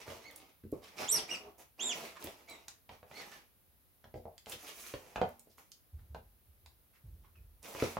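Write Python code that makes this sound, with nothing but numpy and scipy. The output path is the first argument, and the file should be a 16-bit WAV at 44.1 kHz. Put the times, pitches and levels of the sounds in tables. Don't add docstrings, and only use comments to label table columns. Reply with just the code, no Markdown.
import sys
import numpy as np
from scipy import signal
from scipy.fft import rfft, irfft, next_fast_len
from scipy.io import wavfile
from scipy.ndimage import map_coordinates

SR = 44100
rng = np.random.default_rng(int(sys.argv[2]) if len(sys.argv) > 2 else 0)


def output_pcm(signal):
    pcm = np.clip(np.atleast_2d(signal).T, -1, 1) * 32767
    wavfile.write(sys.argv[1], SR, np.round(pcm).astype(np.int16))


N = 352339
HIT_TIME = np.arange(SR // 3) / SR
STROKE_TIME = np.arange(SR * 3 // 5) / SR


def amp(db):
    return 10 ** (np.asarray(db) / 20)


def unit(x):
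    return x / np.sqrt(np.mean(x ** 2) + 1e-20)


def peaked(x):
    return x / np.abs(x).max()


def along(points, hz):
    pitches, values = np.transpose(points)
    return np.interp(np.log(hz + 1), np.log(pitches + 1), values)


def wobble(per_s, size):
    points = rng.standard_normal(int(size * per_s / SR) + 4)
    return map_coordinates(points, [np.arange(size) * per_s / SR])


def filtered(x, gain_at):
    size = x.shape[-1]
    padded = next_fast_len(size + 8192)
    return irfft(rfft(x, padded) * gain_at(np.fft.rfftfreq(padded, 1 / SR)), padded)[..., :size]


def coloured(x, spectrum):
    return unit(filtered(x, lambda hz: amp(along(spectrum, hz))))


def grit(hz, db_per_octave=-8.75):
    spectrum = [(hz * 2. ** octave, db_per_octave * abs(octave)) for octave in range(-6, 7)]
    return coloured(rng.standard_normal(len(HIT_TIME)), spectrum)


def push(hz, cycles):
    turns = HIT_TIME * hz
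    return peaked(turns ** 2 * np.exp(-turns / cycles) * np.sin(2 * np.pi * turns))


def envelope(rise_s, hold_s, fade_s):
    fades = np.maximum(STROKE_TIME - rise_s - hold_s, 0) / fade_s
    return np.minimum(STROKE_TIME / rise_s, 1) * amp(-18.5 * fades)


def add(track, start_s, sound):
    part = track[..., max(round(start_s * SR), 0):][..., :sound.shape[-1]]
    part += sound[..., :part.shape[-1]]


# pitch_hz, ring_s
ECHO_TIMES = [(100, 0.18), (300, .17), (700, 0.22), (2000, 0.27), (5000, .24), (9000, .2), (15000, .17)]


def room(x, echo_db, right_db):
    hz, t, noise = signal.stft(rng.standard_normal((2, len(HIT_TIME))), SR, nperseg=256)
    alike = along([(200, 0.9), (600, .55), (1200, 0)], hz)
    spread = np.arccos(alike)[:, None] / 2
    fading = noise * amp(-60 * t / along(ECHO_TIMES, hz)[:, None])
    fading *= np.array([np.cos(spread), np.sin(spread)])
    fade_in = np.minimum(HIT_TIME / 0.0035, 1)
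    mid, side = signal.istft(fading, SR, nperseg=256)[1][:, :len(HIT_TIME)] * fade_in
    echo = amp(echo_db) * np.array([mid + side, mid - side]) / np.sqrt(np.sum(mid ** 2 + side ** 2))
    echo[:, 0] += amp([-right_db / 2, right_db / 2])
    return signal.fftconvolve(x[None], echo, axes=1)[:, :len(x)]


# pitch_hz, level_db
HISS_TONE = [(20, -11), (45, 1.5), (70, 3.5), (120, -6), (250, -11), (500, -14), (1000, -18.5),
             (2000, -21.5), (4000, -23), (8300, -28.5), (10500, -17), (12500, -15), (15800, -17)]
# pitch_hz, likeness (0 to 1)
HISS_LIKENESS = [(60, 0.12), (250, 0.49), (700, 0.24), (2000, 0.089), (15000, 0.053)]


def background():
    def gain_at(hz):
        spread = np.arccos(along(HISS_LIKENESS, hz)) / 2
        return amp(along(HISS_TONE, hz)) * [np.cos(spread), np.sin(spread)]
    mid, side = filtered(rng.standard_normal((2, N)), gain_at)
    return amp(-67.5) * unit(np.array([mid + side, mid - side]))


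# pitch_hz, level_db
SKIN_RASP = [(400, -20.5), (900, -12.5), (1250, 2.5), (1600, -3), (2300, 3.5), (3300, -2), (4400, -4.5),
             (5800, -4), (8000, -14.5), (12000, -16), (16000, -33.5)]
HOLLOW_BODY = [(30, -16), (70, -9), (150, -5.5), (250, 0.5), (450, 2.5), (750, 2.5), (1100, -2.5),
               (1800, -26), (4000, -54.5)]
CONTACT_FIZZ = [(3000, -32), (6000, 0.5), (8500, -6), (10500, -1), (12500, -2), (16000, -4)]
WRINKLE_CRINKLE = [(300, -10.5), (1500, -4), (4000, -2.5), (9000, -3.5), (16000, -8.5)]
RUBS_AND_RINGS = [(0, 0.0017, 0.019, 0.067, -53.5, -2.5, -17.5),
                  (0.058, 0.0096, 0.046, 0.17, -52, 0, -11.5), (0.201, 0.018, .2, 0.15, -63.5, 0.5, -18),
                  (0.722, 0.0067, .04, .1, -72, 16, -5.5), (0.806, 0.028, .025, .17, -56.5, -2.5, -17.5),
                  (0.952, 0.062, .025, 0.079, -42, -2, -13), (1.098, .045, 0.037, .11, -47, 1.5, -13.5),
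                  (1.27, 0.027, 0.033, 0.088, -48, -1, -13.5), (1.382, .03, .07, 0.073, -69, 12, -15.5),
                  (1.576, 0.01, .025, 0.042, -61, 3, 0.5), (1.776, 0.037, 0.078, 0.19, -49.5, 0.5, -14),
                  (1.923, .035, 0.091, 0.11, -49, -0.5, -8.5), (2.19, 0.017, 0.013, 0.24, -53, 1, -8),
                  (2.469, 0.022, .02, 0.17, -57, 0.5, -13.5), (2.884, 0.026, .02, 0.069, -64.5, 5.5, -13),
                  (3.061, 0.08, .22, .09, -58.5, -2, -9.5), (3.155, 0.031, 0.0039, 0.097, -49, -2.5, -35.5),
                  (4.463, .035, 0.023, .06, -53.5, -1.5, 0.5), (4.554, 0.077, .06, .12, -55.5, -3.5, -2),
                  (4.718, .06, .12, .12, -54.5, -7, -1), (4.94, 0.029, .16, 0.22, -65, 2.5, -4),
                  (5.226, 0.043, .04, 0.1, -70, 10, -9), (5.571, 0.0099, 0.016, 0.071, -67.5, -2, 3),
                  (7.62, 0.026, 0.27, .1, -53.5, 1.5, -4), (7.751, .08, .02, .07, -44, -2.5, -12.5)]


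def rubs_and_rings(wrinkles_per_s=130):
    out, size = np.zeros((2, N)), len(STROKE_TIME)
    def grains(clump_db):
        return rng.standard_normal(size) * amp(clump_db * wobble(900, size) + 2 * wobble(60, size))
    for start_s, rise_s, hold_s, fade_s, level_db, body_boost_db, fizz_boost_db in RUBS_AND_RINGS:
        rasp = amp(-5.5) * coloured(grains(clump_db=5.5), SKIN_RASP)
        body = amp(body_boost_db - 5) * coloured(grains(clump_db=2.5), HOLLOW_BODY)
        fizz = amp(fizz_boost_db - 2) * coloured(grains(clump_db=1.5), CONTACT_FIZZ)
        flicks = rng.uniform(-0.88, 1, size) * (rng.random(size) < wrinkles_per_s / SR)
        crinkle = amp(-17) * coloured(flicks, WRINKLE_CRINKLE)
        sound = amp(level_db) * envelope(rise_s, hold_s, fade_s) * (rasp + body + fizz + crinkle)
        add(out, start_s, room(sound, echo_db=2.5, right_db=5.5))
    return out


# pitch_hz, level_db
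CLICK_TONE = [(300, -6), (900, 12), (1500, 10.5), (2600, 5.5), (4200, -1.5), (6000, -9), (10000, -27),
              (16000, -27.5)]
# pitch_hz, level_db, ring_s (time to fade by 60 dB)
BOARD_NOTES = [(56.6, -5, 0.2), (88, -2, .3), (122, 1.5, 0.12), (152, -6, 0.088), (212.2, -4.5, 0.18),
               (235, -12.5, 0.59)]
# start_s, level_db, pitch_hz, boom_db, click_db, bounce_db, bounce_gap_s
FLOOR_KNOCKS = [(.079, -41, 390, -48.5, -40, -9, .012), (.637, -46.5, 290, -45, -59.5, 5.5, 0.013),
                (.725, -26, 352, -65.5, -64, -21, 0.012), (2.244, -38.5, 337, -54, -54, -18, .012),
                (2.272, -36.5, 556, -67, -47, -24, 0.0083), (2.681, -55, 780, -74, -45, -8, 0.0083),
                (2.892, -46, 577, -55, -43.5, -1, 0.02), (3.029, -45.5, 565, -70, -51, -5, 0.01),
                (3.113, -44, 624, -79, -44, -13, 0.013), (4.042, -49.5, 600, -55.5, -46.5, 0, 0.013),
                (4.141, -36, 470, -45, -51, 1, .016), (4.254, -35, 548, -55.5, -60, -2.5, .013),
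                (4.468, -41, 575, -60, -45, -10.5, 0.014), (4.529, -45.5, 460, -54.5, -42.5, -1.5, .012),
                (4.9383, -31, 395, -58, -37, -19.5, 0.016), (5.1593, -27.5, 630, -51, -28.5, -2, .021),
                (5.215, -16.5, 582, -45.5, -29, -6, .012), (5.471, -52.5, 436, -66, -72, -6, .012),
                (5.582, -52.5, 770, -86, -49, -2.5, .015), (6.147, -35.5, 614, -56.5, -44, -4.5, 0.013),
                (6.66, -65, 700, -82, -56.5, -14, .012), (7.749, -34.5, 400, -68, -38, -14, .012),
                (7.823, -18.5, 369, -38.5, -29.5, -29, 0.018), (7.969, -24.5, 630, -50, -30.5, -15, 0.01)]


def knocks(bounces=3, bounce_loss_db=6):
    out, t = np.zeros((2, N)), HIT_TIME
    for start_s, level_db, pitch_hz, boom_db, click_db, bounce_db, bounce_gap_s in FLOOR_KNOCKS:
        slow_bend = amp(-9) * push(pitch_hz * .36, cycles=0.13)
        swing = push(pitch_hz, cycles=0.23) + slow_bend
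        soften = signal.butter(6, pitch_hz * 1.9, fs=SR, output="sos")
        hit = amp(level_db) * peaked(signal.sosfilt(soften, swing))
        knock = hit.copy()
        for k in range(bounces):
            delay_s = (k + 1 + k * rng.normal(0, .2)) * bounce_gap_s
            add(knock, delay_s, amp(bounce_db - k * bounce_loss_db) * hit)
        click_noise = coloured(rng.standard_normal(len(t)), CLICK_TONE)
        click = amp(click_db) * peaked(click_noise * amp(-60 * t / 0.024))
        boards = sum(amp(db + rng.normal(0, 1.3) - 60 * t / ring_s) * np.sin(2 * np.pi * hz * t)
                     for hz, db, ring_s in BOARD_NOTES)
        boom = amp(boom_db) * peaked(boards * (1 - np.exp(-t / 0.0075)))
        add(out, start_s, room(knock + click, echo_db=0.5, right_db=2.5) + boom)
    return out


# pitch_hz, boost_db
SKIN_BOOST = [(1500, -4.5), (2300, 0), (3000, 2), (3400, 2), (3750, -8), (4700, -3), (5850, 0.5),
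              (7400, 2.5), (9000, -0.5), (12000, -5)]
# arch_power, level_db, second_db, third_db, start_dip_db, end_dip_db
SOLE_SQUEAKS = [(.24, 0.03, 0.048, 1920, 2240, 1600, 2, -55, 0.5, -14, 5, 6.5),
                (1.071, 0.025, 0.0092, 2380, 3780, 3950, 1.3, -35.5, 2.5, -13, 18, 1),
                (1.107, 0.014, .003, 3880, 4530, 4500, 1, -47, 19.5, -25, 2.5, 5),
                (1.117, 0.011, 0.075, 5700, 5850, 2220, 2.46, -29, -2.5, -35, 7, 19),
                (1.285, 0.037, .038, 2016, 2903, 2325, 2, -43, -1.5, -10.5, 15, 4),
                (1.79, 0.06, .088, 2330, 3704, 1984, 2.86, -38, 0.5, -17.5, 15.5, 7.5),
                (2.477, 0.018, 0.051, 2054, 2330, 1925, 1.7, -53.5, -13, -19, 0, 5),
                (2.491, 0.0123, 0.082, 4130, 3960, 3710, 1.04, -49.5, -15, -28, 1, 12),
                (3.125, 0.068, 0.051, 1885, 2207, 1700, 2, -53, 1.5, -17, 9, 5),
                (3.31, 0.0078, 0.12, 1850, 1776, 1313, 2.4, -59.5, -11, -10, 4, 22),
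                (7.348, .014, .025, 2480, 2640, 2380, 1.5, -70, -21, -27, 9, 4)]


def squeaks(flutter_db=3, fade_s=0.0026, overtone_dip=1.6):
    out, t = np.zeros((2, N)), HIT_TIME
    for (start_s, rise_s, fall_s, start_hz, crest_hz, end_hz,
         arch_power, level_db, second_db, third_db, start_dip_db, end_dip_db) in SOLE_SQUEAKS:
        off_crest = np.interp(t, [0, rise_s, rise_s + fall_s], [1, 0, 1]) ** arch_power
        pitch_hz = crest_hz + off_crest * (np.where(t < rise_s, start_hz, end_hz) - crest_hz)
        slowness = np.minimum(1 - pitch_hz / pitch_hz.max(), .25)
        lightness = np.clip((-38 - level_db) / 10, 0, 1)
        ragged = 0.007 + .09 * slowness + 0.015 * lightness
        phase = 2 * np.pi * np.cumsum(pitch_hz * (1 + ragged * wobble(1000, len(t)))) / SR
        dip_db = off_crest * np.where(t < rise_s, start_dip_db, end_dip_db)
        parts_db = [-dip_db, second_db - overtone_dip * dip_db, third_db - overtone_dip * dip_db]
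        tone = np.zeros(len(t))
        for k, part_db in enumerate(parts_db, 1):
            smooth_db = level_db + part_db + along(SKIN_BOOST, k * pitch_hz)
            tone += amp(smooth_db + flutter_db * wobble(228, len(t))) * np.sin(k * phase)
        grip = np.clip(np.minimum(t, rise_s + fall_s + fade_s - t) / fade_s, 0, 1)
        add(out, start_s, room(tone * grip, echo_db=-1.5, right_db=5.5))
    return out


# start_s, level_db, pitch_hz
SNAPS_AND_TICKS = [(.311, -45, 10000), (.3608, -34, 10200), (.718, -44.5, 12900), (2.2255, -37.5, 5000),
                   (2.2416, -27.5, 12500), (2.244, -34, 12100), (2.272, -31.5, 2800), (2.297, -44, 11000),
                   (2.498, -41, 10900), (2.683, -32, 4820), (3.219, -40.5, 12000), (3.265, -46.5, 10500),
                   (3.317, -42.5, 6980), (4.380, -38.5, 4240), (4.46, -40, 3280), (4.497, -31.5, 10500),
                   (5.1716, -38, 2640), (5.291, -45.5, 12570), (5.395, -42, 9340), (5.7182, -36.5, 4700),
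                   (6.661, -43, 4100), (7.629, -41.5, 9100)]


def snaps(volume_db=-2):
    out = np.zeros((2, N))
    for start_s, level_db, pitch_hz in SNAPS_AND_TICKS:
        crack = peaked(grit(pitch_hz) * amp(-60 * HIT_TIME / 0.015))
        snap = peaked(.8 * push(pitch_hz, cycles=.2) + crack)
        add(out, start_s, room(amp(level_db + volume_db) * snap, echo_db=0, right_db=5.5))
    return out


# start_s, length_s, level_db, pitch_hz
SOLE_SCUFFS = [(2.154, .032, -44.5, 1290), (4.517, 0.023, -44, 3080), (4.663, 0.058, -44.5, 2860),
               (4.151, 0.0375, -65.5, 4640), (5.496, .04, -65, 4550), (5.595, .023, -62, 1770),
               (5.982, 0.026, -66.5, 1300), (6.933, 0.049, -68, 1828), (7.219, 0.016, -72, 5330),
               (7.235, .03, -61.5, 960), (7.352, 0.027, -67.5, 1363)]


def scuffs(volume_db=-9.5):
    out = np.zeros(N)
    for start_s, length_s, level_db, pitch_hz in SOLE_SCUFFS:
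        progress = np.minimum(HIT_TIME / length_s, 1)
        swell = peaked(np.sqrt(progress) * (1 - progress))
        grain = amp(level_db + 4.5 * wobble(330, len(HIT_TIME)))
        add(out, start_s, grain * grit(pitch_hz) * swell)
    return amp(volume_db) * room(out, echo_db=3, right_db=4.5)


# pitch_hz, level_db
RUMBLE_TONE = [(25, -31), (42, 2), (75, 1), (120, -9.5), (200, -25), (500, -34), (1500, -57)]
# start_s, thump_db, pitch_hz, rumble_db
FOOTFALLS = [(5.925, -42.5, 75.6, -52.5), (6.092, -47, 72.7, -56), (6.475, -55.5, 78.6, -66.5),
             (6.629, -56, 75.7, -66), (7.036, -47.5, 116.6, -50.5), (7.089, -46, 63.6, -70),
             (7.132, -52, 57.4, -57.5), (7.36, -52.5, 66, -56)]


def footfalls():
    out = np.zeros(N)
    bend = envelope(rise_s=0.016, hold_s=0.032, fade_s=0.29)
    for start_s, thump_db, pitch_hz, rumble_db in FOOTFALLS:
        rumble = coloured(rng.standard_normal(len(STROKE_TIME)), RUMBLE_TONE)
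        add(out, start_s, amp(rumble_db) * bend * rumble)
        add(out, start_s, amp(thump_db) * push(pitch_hz, cycles=0.8))
    return out * amp([[-.6], [.6]])


def scene():
    return background() + rubs_and_rings() + knocks() + squeaks() + snaps() + scuffs() + footfalls()


def record(dry):
    bass_cut = signal.butter(4, 42, "highpass", fs=SR, output="sos")
    return filtered(signal.sosfilt(bass_cut, dry), lambda hz: hz < 15900)


dry = scene()
out = record(dry)
output_pcm(out)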